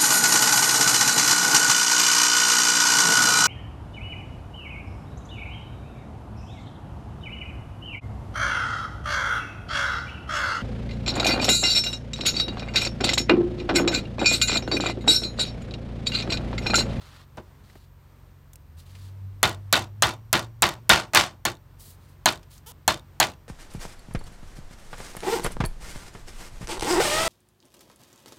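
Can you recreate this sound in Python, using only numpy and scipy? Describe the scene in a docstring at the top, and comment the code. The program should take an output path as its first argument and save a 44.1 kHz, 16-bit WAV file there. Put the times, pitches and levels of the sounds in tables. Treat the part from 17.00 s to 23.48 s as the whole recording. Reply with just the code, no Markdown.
"""Close up and outdoors, a hammer drives small nails into wooden frames on a steel mesh table.
A far engine idles in the hush while a rubber glove rubs on the wood, with a faint tap and a few ticks.
A second engine pulls away, and from 2.4 s the blows fall: each cracks on the nail, knocks the wood and
sets the table rattling while the frame bounces on it. From 4.3 s the work is on a second frame, pressed
down harder; the departing engine fades, and the glove squeaks before the last two blows."""
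import sys
import numpy as np
from scipy import signal
from scipy.fft import rfft, irfft
from scipy.io import wavfile
from scipy.ndimage import uniform_filter1d

SR = 44100
rng = np.random.default_rng(int(sys.argv[2]) if len(sys.argv) > 2 else 0)


def digitize_waveform(pressure):
    """Quantize a signal to 16-bit integers and store it at the path in sys.argv[1].

    Rows of a 2-D input are taken as channels; values are limited to [-1, 1].
    """
    field = np.atleast_2d(pressure).T
    bounded = np.clip(field, -1, 1)
    quanta = np.round(bounded * 32767).astype(np.int16)
    wavfile.write(sys.argv[1], SR, quanta)


N = 285768
TIME = np.arange(N) / SR
BLOW_T = np.arange(SR // 2) / SR

# bright colour of struck steel: f/Hz, level/dB
STEEL_COLOUR = [(200, -15), (1500, -9), (3000, -9), (5000, -0.5), (7300, 3), (9000, -1.5), (10400, -4.5),
                (12500, -2.5), (15000, -10), (17000, -9.5)]


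def gain_of(db):
    """Decibels to amplitude."""
    return 10 ** (np.asarray(db) / 20)


def unit_rms(x, size=None):
    """Scales to rms 1 over the first size samples."""
    return x / np.sqrt(np.mean(x[:size] ** 2) + 1e-20)


def curve_at(points, hz):
    """Joins (f/Hz, value) points on a log-frequency axis."""
    f, value = np.transpose(points)
    return np.interp(np.log(hz + 1), np.log(f + 1), value)


def add(mix, s, sound):
    """Lays a sound into the mix at s seconds."""
    part = mix[max(round(s * SR), 0):][:len(sound)]
    part += sound[:len(part)]


def coloured(x, colour):
    """Equalises by an (f/Hz, level/dB) curve."""
    hz = np.fft.rfftfreq(len(x), 1 / SR)
    return irfft(rfft(x) * gain_of(curve_at(colour, hz)), len(x))


def noise(colour, size):
    """Coloured noise of rms 1."""
    return unit_rms(coloured(rng.standard_normal(size), colour))


def band_rms(x, lo, hi):
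    """Rms of x between two frequencies."""
    hz = np.fft.rfftfreq(len(x), 1 / SR)
    band = rfft(x)[(hz > lo) & (hz < hi)]
    return np.sqrt(2 * np.sum(abs(band) ** 2) + 1e-20) / len(x)


def wander(per_s, size):
    """Smooth random motion of rms 1 that changes about per_s times a second."""
    hz = np.fft.rfftfreq(size, 1 / SR)
    return unit_rms(irfft(rfft(rng.standard_normal(size)) / (1 + (hz / per_s) ** 4), size))


def burst(colour, t60, rise_s):
    """A dying puff of noise, rms 1 over its first 3 ms."""
    t = BLOW_T[:4096]
    envelope = (1 - np.exp(-t / rise_s)) * gain_of(-60 * t / t60)
    return unit_rms(noise(colour, len(t)) * envelope, size=132)


def air(mid_db=-63, swell_db=1.25):
    """A gently swelling bed of outdoor rumble and hush, with thin hiss on top."""
    # colour of the bed: f/Hz, level/dB
    colour = [(24, -32), (40, -3), (112, -8), (146, -9.5), (280, -17.5), (769, -25), (955, -22),
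              (2270, -32), (7730, -42.5), (8510, -40), (10300, -47.5), (12500, -43), (16200, -73.5),
              (22000, -120)]
    # narrow bands of hiss: f/Hz, half width/Hz, level/dB
    hiss_bands = [(13040, 50, -82.5), (14400, 330, -75)]
    hush = noise(colour, N)
    hush /= band_rms(hush, 300, 3000)
    f = np.fft.rfftfreq(N, 1 / SR)
    hiss = np.zeros(N)
    for hz, width, db in hiss_bands:
        band = rfft(rng.standard_normal(N)) / np.hypot(1, (f - hz) / width)
        hiss += gain_of(db) * unit_rms(irfft(band, N))
    return gain_of(mid_db + swell_db * wander(2.5, N)) * hush + hiss


def idling_engine(drift=0.0031):
    """Only the low firing tones of a distant idle carry this far."""
    # engine hum: f/Hz, rms level/dB
    tones = [(45.4, -59), (68.1, -61), (90.8, -55), (136.2, -59), (158.9, -69)]
    clock = np.cumsum(1 + drift * wander(2.5, N)) / SR
    hum = sum(gain_of(db) * np.sin(2 * np.pi * (hz * clock + rng.random())) for hz, db in tones)
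    return np.sqrt(2) * hum


def glove_rub(grain_db=1.5, unsteady_db=1.6, attack_s=0.015, release_s=0.063):
    """Rubber slides on wood: grainy friction that swells and fades with each stroke."""
    # glove strokes: t/s, length/s, level above 3 kHz/dB, tilt/(dB per octave)
    strokes = [(0.0, 0.28, -58, -4), (0.629, 0.28, -66, 0), (1.765, 0.1, -56.5, 2.5), (1.849, 0.3, -61, .5),
               (4.784, .2, -53, 7), (5.0, 0.18, -67, 3.5), (5.497, 0.13, -56.5, 4)]
    # friction colour before the tilt: f/Hz, level/dB
    friction = [(200, -12), (700, -6.5), (1300, 3), (2200, -1), (3200, 3.5), (4300, 5), (5500, -1),
                (8000, -2.5), (11000, -5.5), (16000, -10.5)]
    out = np.zeros(N)
    for s, length, db, tilt_db in strokes:
        size = int(length * SR)
        t = np.arange(size) / SR
        grains = noise([(hz, level + tilt_db * np.log2(hz)) for hz, level in friction], size)
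        grains *= gain_of(grain_db * wander(400, size) + unsteady_db * wander(40, size))
        grains /= band_rms(grains, 3000, 16000)
        pressure = np.minimum(t / attack_s, 1) * np.minimum((length - t) / release_s, 1) ** 2
        add(out, s, gain_of(db) * pressure * grains)
    return out


def nail_crack(catch_s=.0014, catch_db=-4, fizz_db=-9):
    """Steel meets steel in a sharp pulse; the nail slips into the wood and is caught again."""
    pulse = unit_rms(coloured(signal.unit_impulse(4096, 16), STEEL_COLOUR), size=132)
    out = .6 * pulse + burst(STEEL_COLOUR, t60=.003, rise_s=.00004)
    add(out, catch_s, gain_of(catch_db) * burst(STEEL_COLOUR, t60=0.0099, rise_s=.00005))
    fizz = gain_of(fizz_db) * burst(STEEL_COLOUR, t60=.035, rise_s=0.0013)
    return unit_rms(out + fizz, size=132)


def head_ring(hz=5675, relative_db=-54, t60=.9):
    """The steel hammer head sings on faintly in its one lasting mode."""
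    return gain_of(relative_db - 60 * BLOW_T / t60) * np.sin(2 * np.pi * hz * BLOW_T)


def wood_knock(modes, pitch, spread_db=1.5, detune=.003):
    """The wooden frame rings briefly, a little differently at every blow."""
    hz, db, t60 = np.transpose(modes)[:, :, None]
    level, shift = rng.standard_normal((2, len(modes), 1))
    t = BLOW_T[:6000]
    envelopes = gain_of(db + spread_db * level - 60 * t / t60)
    rings = envelopes * np.sin(2 * np.pi * hz * pitch * (1 + detune * shift) * t)
    signs = (-1.) ** np.arange(len(modes))[:, None]  # neighbouring modes swing in opposite senses
    return unit_rms((signs * rings).sum(0), size=353)


def mesh_rattle(bass_db, treble_db, stretch, swell_s=0.0046, bass_swell_s=0.017):
    """The loose mesh chatters in clumps, dying faster as it comes to rest."""
    # mesh colour before the tilt: f/Hz, level/dB
    colour = [(30, -27.5), (60, -3.5), (120, 1), (200, -2), (270, -7), (360, -7), (470, -7.5), (600, 1),
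              (1300, 2), (2500, -2), (4200, -6), (5200, -10.5), (8500, -19), (10500, -24.5), (12500, -22.5),
              (16000, -29)]
    # mesh decay before stretch and settling: f/Hz, t60/s
    decay = [(80, 0.43), (300, 0.41), (800, .31), (1600, 0.23), (4000, 0.3), (8000, 0.49), (15000, 0.22)]
    size = len(BLOW_T)
    hz, t, spectrum = signal.stft(noise(colour, size), SR, nperseg=256, noverlap=192)
    hz = hz[:, None]
    tilt_db = curve_at([(500, bass_db + 2.5), (1400, 0.0018), (3800, treble_db + 1.5)], hz)
    age = t / stretch
    decay_db = -60 * age / curve_at(decay, hz)
    settle_db = -9 * (age / 0.087) ** 2 * curve_at([(100, 0.16), (1200, 0.27), (8000, 0.81)], hz)
    clumps = np.interp(t, BLOW_T, wander(160, size))
    chatter_db = 3 * clumps * curve_at([(300, .2), (1500, 0.92), (7000, 0.95)], hz)
    spectrum *= gain_of(tilt_db + decay_db + settle_db + chatter_db)
    rattle = signal.istft(spectrum, SR, nperseg=256, noverlap=192)[1][:size]
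    # the heavy, slow motion of the table builds up later than its chatter
    boom = coloured(rattle, [(400, -7.5), (800, -37)])
    out = boom * (1 - np.exp(-BLOW_T / bass_swell_s))
    out += (rattle - boom) * (1 - np.exp(-BLOW_T / swell_s))
    return out / band_rms(out[617:2866], 900, 2500)  # mids at rms 1 from 14 to 65 ms


def frame_bounce(clack_db, tick_db):
    """The frame meets the mesh: a hard clack with a bright tick on top."""
    # colour of wood on mesh: f/Hz, level/dB
    colour = [(200, -23), (1000, -9), (2400, -10.5), (3100, -5.5), (3650, 6.5), (4300, -1.5), (5200, -16),
              (8000, -30), (16000, -36)]
    clack = gain_of(clack_db) * burst(colour, t60=0.012, rise_s=0.0011)
    tick = gain_of(tick_db) * burst(STEEL_COLOUR, t60=0.015, rise_s=0.00026)
    return clack + tick


def steel_table(shaking):
    """The table's resonances ring on top of whatever shakes it."""
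    # table resonances: f/Hz, width/Hz, level relative to the shaking/dB
    resonances = [(345, 35, 6), (880, 40, -6), (1010, 35, -5), (1135, 50, -4), (1430, 45, 4),
                  (1519, 25, -1), (1845, 30, -2), (1928, 25, -3), (2070, 60, -7), (2334, 50, -7),
                  (2684, 35, -5), (2960, 60, -3), (3123, 50, -4), (4385, 60, -1), (4777, 30, -5),
                  (3597, 34, 2)]
    out = shaking.copy()
    for hz, width, db in resonances:
        radius = np.exp(-np.pi * width / SR)
        pole = radius * np.exp(2j * np.pi * hz / SR)
        out += 2 * gain_of(db) * signal.lfilter([1 - radius], [1, -pole], shaking).real
    return out


def hammering(crack_trim_db=1, rattle_trim_db=-2, clack_trim_db=-3.5, tick_trim_db=-23):
    """Each blow sounds nail, frame and table; the frame jumps, lands, rebounds and hops to rest."""
    # hammer blows, before the trims: t/s, steel/dB, wood/dB, rattle/dB, rattle treble/dB,
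    # wood pitch/ratio, landing/dB, rebound delay/s, rebound/dB
    blows = [(0.3718, -56, -51.5, -52.5, -10.5, 0.93, -51, 0.022, -65),
             (2.43, -14.5, -18, -27, -2.5, 1, -12, .0237, -18),
             (2.7273, -13, -20, -25.5, -0.5, 0.94, -10.5, 0.028, -14.5),
             (3.023, -13.5, -16.5, -26, -1.5, 0.96, -11.5, 0.022, -23),
             (3.3292, -13.5, -26, -27, -2, 1, -20, 0.023, -19),
             (3.6219, -13, -23.5, -23, -3, 1, -12, .0348, -19.5),
             (3.894, -13.5, -24, -18.5, -1.5, 1, -8, 0.029, -20.5),
             (4.1348, -33.5, -27.5, -37, 2, 1.0, -43, 0.022, -45),
             (4.148, -14, -20.5, -18, 0.5, 0.99, -20, .024, -16.5),
             (4.4523, -19.5, -20.5, -34, 1, 1.0, -32, .027, -30),
             (5.2581, -15, -13, -27, 0.5, 0.97, -15, 0.025, -19),
             (5.8785, -15, -13.5, -28.5, 0, 0.99, -28, 0.023, -24),
             (6.2009, -13.5, -13.5, -25.5, -0.5, 1.0, -18, 0.025, -17)]
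    # wood modes of each frame: f/Hz, level/dB, t60/s
    first_frame = [(696, 2, 0.024), (1243, 3, 0.032), (1340, -0.5, 0.042), (1660, -4, 0.12),
                   (1901, -2, .04), (2488, -4, .03), (4230, -3, 0.062), (6000, -2.5, 0.04),
                   (6720, -3.5, 0.048), (7400, -7.5, 0.015)]
    second_frame = [(290, -12, 0.037), (635, -8, 0.098), (742, 4, 0.026), (884, 2, 0.042),
                    (1034, -5, 0.076), (1470, -10, .04), (1562, -6, 0.099), (1756, -6.5, 0.091),
                    (2244, -9, .04), (2860, -11, 0.062), (3360, -5, 0.041), (4220, -8.5, .08),
                    (4300, -4, 0.072), (6750, 4.5, 0.019)]
    # last small hops, relative to the blow's steel level: delay/s, clack/dB, tick/dB
    hops = [(.046, -19, -20.5), (.066, -19.5, -20.5), (.098, -29, -33.5), (.116, -29, -34.5)]
    second_frame_s, landing_s = 4.3, 0.0082
    hop_jitter_s, hop_spread_db = 0.0013, 2
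    direct, shaking = np.zeros((2, N))
    for s, steel_db, wood_db, rattle_db, treble_db, pitch, landing_db, rebound_s, rebound_db in blows:
        if s < second_frame_s:
            modes, stretch, held_db_per_s = first_frame, 0.92, 0
        else:  # the hand presses harder, choking the rattle and the later hops
            modes, stretch, held_db_per_s = second_frame, 0.85, 44
        add(direct, s, gain_of(steel_db + crack_trim_db) * nail_crack())
        add(direct, s, gain_of(steel_db) * head_ring())
        add(direct, s, gain_of(wood_db) * wood_knock(modes, pitch))
        # hard blows rattle longer and thinner; soft taps boom
        force_db = rattle_db + 27  # 0 for a normal blow
        bass_db = min(-0.6 * force_db, 11.5)
        stretch *= np.exp(0.0228 * force_db)
        add(shaking, s, gain_of(rattle_db + rattle_trim_db) * mesh_rattle(bass_db, treble_db, stretch))
        for delay, db in (landing_s, landing_db), (rebound_s, rebound_db):
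            add(shaking, s + delay, frame_bounce(db + clack_trim_db, db + tick_trim_db))
        for delay, clack_db, tick_db in hops:
            late, strong = rng.standard_normal(2)
            hop_db = steel_db - held_db_per_s * delay + hop_spread_db * strong
            hop = gain_of(hop_db) * frame_bounce(clack_db + clack_trim_db, tick_db)
            add(shaking, s + delay + hop_jitter_s * late, hop)
    return direct + steel_table(shaking)


def handling_ticks():
    """Nail, frame and glove touch in small ticks and taps."""
    # light contacts: t/s, level/dB, strongest f/Hz, t60/s
    ticks = [(0.698, -54, 1700, 0.046), (0.755, -48, 450, 0.039), (1.5328, -48, 8950, .025),
             (1.557, -44.5, 9000, 0.014), (1.952, -50, 2620, 0.067), (5.43, -54, 3470, 0.037),
             (5.579, -50.5, 6940, 0.037), (6.336, -52, 3474, 0.028)]
    out = np.zeros(N)
    for s, db, hz, t60 in ticks:
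        colour = [(hz / 10, -18), (hz / 2, -6), (hz, 0), (hz * 2, -8), (hz * 10, -34)]
        add(out, s, gain_of(db) * burst(colour, t60, rise_s=.0001))
    return out


def departing_engine(waver_db=2):
    """A distant engine pulls away: its firing tone climbs, swells and fades."""
    # the run through the revs: t/s, firing f/Hz, level/dB
    revs = [(1.55, 64.7, -55), (1.68, 71.4, -50), (1.85, 89.6, -42), (2.0, 95.5, -40.5),
            (2.62, 98.7, -36.5), (2.84, 98.9, -38.5), (3.2, 109.9, -42.5), (3.46, 113.5, -45),
            (4.78, 116.5, -59.5)]
    # engine orders: multiple of the firing rate, relative level/dB
    orders = [(.5, -20), (1, 0), (1.5, -24), (2, -24)]
    s, hz, db = np.transpose(revs)
    cycles = np.cumsum(np.interp(TIME, s, hz)) / SR
    drone = sum(gain_of(level) * np.sin(2 * np.pi * (k * cycles + rng.random())) for k, level in orders)
    in_earshot = uniform_filter1d(1. 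* ((TIME > s[0]) & (TIME < s[-1])), size=SR // 5)
    swell = gain_of(np.interp(TIME, s, db) + waver_db * wander(4.4, N))
    return np.sqrt(2) * drone * in_earshot * swell


def glove_squeak(jitter=.006, scratch=.3):
    """Rubber sticks to the wood and lets go in a quick train of sharp slips."""
    # squeak contour: t/s, slip f/Hz, level/dB
    contour = [(5.661, 440, -52), (5.671, 430, -44), (5.684, 460, -45), (5.697, 505, -45),
               (5.709, 440, -48), (5.721, 290, -47)]
    # squeak colour: f/Hz, level/dB
    colour = [(200, -6), (450, 4), (950, 8), (1900, -4), (2500, -5), (3100, 7.5), (4100, -2), (5100, 1),
              (8000, 0.5), (16000, 2)]
    s, hz, db = np.transpose(contour)
    t = np.arange(s[0], s[-1], 1 / SR)
    cycles = np.cumsum(np.interp(t, s, hz) * (1 + jitter * wander(200, len(t)))) / SR
    slips = unit_rms(sum(np.cos(2 * np.pi * k * cycles) for k in range(1, 36)))
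    slips += scratch * rng.standard_normal(len(t))
    out = np.zeros(N)
    add(out, s[0], unit_rms(coloured(slips, colour)) * gain_of(np.interp(t, s, db)))
    return out


def outdoor_echoes(x, wet_db=-32, t60=0.23, build_s=0.024):
    """The open surroundings send back a faint, dull tail."""
    t = np.arange(SR) / SR
    colour = [(100, 0.95), (1200, 0), (4000, -10), (12000, -20)]
    tail = noise(colour, len(t)) * gain_of(-60 * t / t60) * (1 - np.exp(-t / build_s))
    return gain_of(wet_db) * signal.fftconvolve(x, tail / np.linalg.norm(tail))[:N]


def scene():
    """Close, nearly dry work at the table over a bed of engines and air."""
    work = hammering() + glove_rub() + handling_ticks() + glove_squeak()
    return (work + outdoor_echoes(work) + idling_engine() + departing_engine() + air())[None]


def record(dry, low_cut_hz=36, high_cut_hz=16150):
    """The microphone sheds the deepest bass, rounds peaks near full scale and cuts the very top."""
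    lean = signal.sosfilt(signal.butter(6, low_cut_hz, "high", fs=SR, output="sos"), dry)
    rounded = lean / (1 + lean ** 8) ** (1 / 8)
    high_cut = signal.firwin(191, high_cut_hz, window=("kaiser", 8), fs=SR)
    return signal.oaconvolve(rounded, high_cut[None], "same")


dry = scene()
out = record(dry)
digitize_waveform(out)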